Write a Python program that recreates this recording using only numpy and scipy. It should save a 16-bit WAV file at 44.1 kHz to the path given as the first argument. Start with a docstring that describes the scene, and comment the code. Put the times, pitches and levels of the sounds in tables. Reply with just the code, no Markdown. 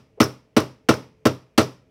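"""A flat, stiff object is knocked down on a wooden table, close by, about three times a second.
At first a small, quiet room hums faintly while an earlier knock dies away. A light touch follows.
Then come five knocks. In each, the edge ticks, the face slaps down, and the tabletop booms while
the object clanks. The room answers, and the object rattles as it settles."""
import sys
import numpy as np
from scipy import signal
from scipy.fft import rfft, irfft
from scipy.io import wavfile

SR = 44100
rng = np.random.default_rng(int(sys.argv[2]) if len(sys.argv) > 2 else 0)


def output_pcm(signal):
    """Save a mono or channel-first signal as 16-bit PCM at the path in sys.argv[1].

    Samples are clipped to [-1, 1] before scaling.
    """
    pcm = np.clip(np.atleast_2d(signal).T, -1, 1) * 32767
    wavfile.write(sys.argv[1], SR, np.round(pcm).astype(np.int16))


N = 83790

# The hiss of the room's air. 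Each row: frequency in Hz, relative level in dB.
AIR_SPECTRUM = [(25, -22.5), (60, -5), (118, -5.5), (326, -13), (500, -11.5), (750, -22.5), (1500, -30.5),
                (2400, -26), (3700, -37.5), (6000, -39), (7000, -43.5), (15000, -51.5)]
# The tones of the hum. Each row: pitch in Hz, level in dB.
HUM_TONES = [(102.3, -76), (436, -70.5), (516.8, -81.5), (635.2, -75.5)]
# The knocks; the first only rings out. Each row: start in seconds, thump level in dB,
# slap and clank level in dB, brightness in dB per octave, room level in dB. Levels are relative.
KNOCKS = [(-.17, -1.5, 0, 0, -3.5), (0.2015, -1, 0, -0.5, -1), (0.5653, -2, 0.5, -1, -1),
          (0.8873, -2.5, 2, -1, 1), (1.2533, -2, -1, -1, -4), (1.5774, -1, 2.5, -0.5, -0.5)]
# The tones of the tabletop. Each row: pitch in Hz, relative level in dB, fade time in seconds.
# A fade time, or t60, is how long a sound takes to drop by 60 dB.
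TABLETOP_TONES = [(97, -20, .21), (126.5, -19.5, 0.31), (159.5, -35.5, 0.36), (209, -12, 0.057),
                  (234.2, 0.5, .052), (264.5, -31, 0.36), (302.7, -23, 0.25), (325.7, -7.5, 0.11),
                  (396.8, -19, 0.21), (434.1, -11, .13), (505.8, -23.5, 0.2), (567, -20.5, 0.13),
                  (631, -19.5, .17)]
# The tone colour of the slap and of the room's answer.
# Each row: frequency in Hz, relative slap level in dB, relative room level in dB.
KNOCK_SPECTRA = [(40, -6, -6.5), (80, -15.5, -9), (165, -5, -3.5), (275, -7.5, 0), (530, 0.5, 2.5),
                 (720, -4.5, -9.5), (865, -9.5, -4.5), (1320, 1, -6.5), (1530, -8, -14), (2370, -11, -13.5),
                 (3060, -12.5, -15), (4400, -13.5, -18.5), (5100, -14, -12.5), (6086, -12, -15),
                 (6128, -20, -23), (10400, -23.5, -25), (12900, -25, -26), (15500, -25, -30.5)]
# How long each band lasts. 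Each row: frequency in Hz, slap fade in seconds, room fade in seconds.
BAND_FADES = [(100, 0.23, 0.49), (392, 0.2, 0.3), (1300, .11, 0.35), (4830, 0.13, 0.35), (8050, 0.11, 0.31),
              (15000, 0.053, 0.27)]
# The tones of the flat object. Each row: pitch in Hz, relative level in dB.
OBJECT_TONES = [(680, -23), (837, -21.5), (1041, -22.5), (1150, -21.5), (1262, -22.5), (1329, -18),
                (1385, -21.5), (1444, -24), (1871, -29), (2000, -29), (2310, -29.5), (2625, -29.5),
                (2874, -29.5), (3195, -32.5)]
# The small bounces. Each row: start in seconds, clack level in dB, tinny ring in dB, tick in dB.
RATTLES = [(.2150, -22.5, -21, -28), (.2230, -16.5, -30, -35), (0.2299, -15.5, -19, -33.5),
           (0.2401, -33, -27.5, -29.5), (0.244, -27.5, -27.5, -52.5), (0.2566, -38, -35.5, -53),
           (0.577, -20, -32.5, -30.5), (0.6028, -24, -35, -34.5), (.6170, -35, -38.5, -54.5),
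           (0.9394, -24, -29, -39), (1.2692, -17, -21.5, -29), (1.6120, -21, -34.5, -40),
           (1.6159, -27.5, -32.5, -40), (1.6305, -34.5, -31.5, -45), (1.64, -42.5, -33, -51.5)]

ROOM_RISE_S, SLAP_RISE_S = 0.013, 0.0004  # how fast these sounds swell
FREQS_HZ = np.arange(N // 2 + 1) * SR / N


def gain(db):
    """Turn decibels into a number to multiply by."""
    return 10 ** (np.asarray(db) / 20)


def at_hz(hz, points, values):
    """Read between a table's rows, giving each octave equal space."""
    return np.interp(np.log(hz + 1), np.log(points), values)


def noise(gains):
    """Noise of strength 1, shaped by one gain for each frequency."""
    wave = irfft(gains * np.exp(2j * np.pi * rng.random(len(gains))), N)
    return wave / wave.std()


def resonance(hz, width_hz):
    """Noise of strength 1, gathered around one pitch."""
    f = FREQS_HZ + 1
    return noise(1 / (1 + ((f * f - hz * hz) / (f * width_hz)) ** 2))


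def since(start):
    """Seconds since a moment, zero before it."""
    return np.maximum(np.arange(N) / SR - start, 0)


def fade(t, t60, rise_s=1e-4):
    """Swell quickly, then drop by 60 dB every t60 seconds."""
    return (1 - np.exp(-t / rise_s)) * np.exp(-np.log(1000) * t / t60)


def ringing_bands(points_hz, levels_db, tilt_db, ripple_db):
    """Noise with many small resonances, new for every blow, split into bands from low to high."""
    colour_db = at_hz(FREQS_HZ, points_hz, levels_db) + tilt_db * np.log2((FREQS_HZ + 1) / 1280)
    bumps = rng.standard_normal(size=2000)
    ripple = np.interp(FREQS_HZ / 55, np.arange(len(bumps)), bumps)  # one bump or dip every 55 Hz
    spectrum = rfft(noise(gain(colour_db + ripple_db * ripple)))
    centres_hz = np.array(BAND_FADES)[:, 0]
    return [irfft(spectrum * at_hz(FREQS_HZ, centres_hz, pick), N) for pick in np.eye(len(centres_hz))]


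def background():
    """Still room air and a faint, wavering hum."""
    air = noise(gain(at_hz(FREQS_HZ, *np.array(AIR_SPECTRUM).T)))
    hum = 0
    for hz, db in HUM_TONES:
        tone = np.sin(2 * np.pi * (hz * since(0) + rng.random()))
        waver = 0.91 * resonance(hz, width_hz=10)
        hum += gain(db) * (tone + waver)
    return gain(-63) * air + hum


def thump(start):
    """The struck tabletop rings with its own tones; neighbouring tones swing opposite ways."""
    t = since(start + 0.002)
    return sum((-1) ** k * gain(db) * fade(t, t60, rise_s=0.00078) * np.sin(2 * np.pi * hz * t)
               for k, (hz, db, t60) in enumerate(TABLETOP_TONES))


def room(start, tilt_db):
    """The room answers a knock with a blur of echoes; the highest sounds die first."""
    hz, _, room_db = np.array(KNOCK_SPECTRA).T
    bands = ringing_bands(hz, room_db, tilt_db, ripple_db=1)
    t = since(start)
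    return sum(band * fade(t, t60, ROOM_RISE_S) for band, (_, _, t60) in zip(bands, BAND_FADES))


def light_touch():
    """One soft, dull touch just before the first full knock."""
    return resonance(hz=480, width_hz=180) * fade(since(0.174), t60=0.2, rise_s=0.0015)


def slap(start, tilt_db):
    """The edge touches first, then the face lands with a crack; object and table ring briefly."""
    edge = gain(-3) * fade(since(start), t60=0.042)
    t = since(start + 0.0029)  # the face lands this many seconds later
    crack = gain(-1) * fade(t, t60=0.03, rise_s=SLAP_RISE_S)
    contact = np.hypot(edge, crack)  # hypot adds the energy of two sounds
    hz, slap_db, _ = np.array(KNOCK_SPECTRA).T
    bands = ringing_bands(hz, slap_db, tilt_db, ripple_db=2)
    return sum(band * np.hypot(contact, fade(t, t60, SLAP_RISE_S))
               for band, (_, t60, _) in zip(bands, BAND_FADES))


def clank(start):
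    """The object's own short tones vary, as the grip and contact spot differ from blow to blow."""
    t, ring = since(start), 0
    for k, (hz, db) in enumerate(OBJECT_TONES):
        level_db = db + 1.5 * rng.standard_normal()
        pitch_hz = hz * (1 + 0.0052 * rng.standard_normal())
        ring += (-1) ** k * gain(level_db) * np.sin(2 * np.pi * pitch_hz * t)
    return ring * fade(t, t60=0.12, rise_s=SLAP_RISE_S)


def rattles():
    """The object settles in small bounces: each a clack, a tinny ring and a tick, with a faint echo."""
    t = since(0)
    echo = gain(-22) * fade(t, t60=0.22, rise_s=ROOM_RISE_S)

    def bounces(column, hz, width_hz, t60):
        """One part of the rattle: add up the energy of every bounce and shape noise with it."""
        one_bounce = fade(t, t60) ** 2 + echo ** 2
        energy = np.zeros(N)
        for row in RATTLES:
            first = int(row[0] * SR)
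            energy[first:] += gain(row[column]) ** 2 * one_bounce[:N - first]
        return resonance(hz, width_hz) * np.sqrt(energy)

    clack = bounces(column=1, hz=1280, width_hz=430, t60=0.021)
    tinny_ring = bounces(column=2, hz=5400, width_hz=950, t60=0.028)
    tick = bounces(column=3, hz=10100, width_hz=10000, t60=0.025)
    return clack + tinny_ring + tick


def scene():
    """Add the rattles, the touch and the knocks to the quiet room."""
    mix = rattles() + gain(-43) * light_touch()
    for start, thump_db, contact_db, tilt_db, room_db in KNOCKS:
        contact = gain(-12.5) * slap(start, tilt_db) + gain(-1) * clank(start)
        mix += gain(contact_db) * contact
        mix += gain(thump_db + 1.5) * thump(start)
        mix += gain(room_db - 22) * room(start, tilt_db)
    # Cut the deep bass below 82 Hz from the knocks, rattles, touch and echoes.
    low_cut = signal.butter(4, 82, "high", fs=SR, output="sos")
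    return (signal.sosfilt(low_cut, mix) + background())[None]


def record(dry):
    """Round off the loudest peaks and cut the very highest sounds."""
    ceiling, top_hz = 0.88, 15700
    rounded = dry / (1 + (dry / ceiling) ** 6) ** (1 / 6)
    high_cut = signal.ellip(8, 0.2, 80, top_hz, fs=SR, output="sos")
    return signal.sosfilt(high_cut, rounded)


dry = scene()
out = record(dry)
output_pcm(out)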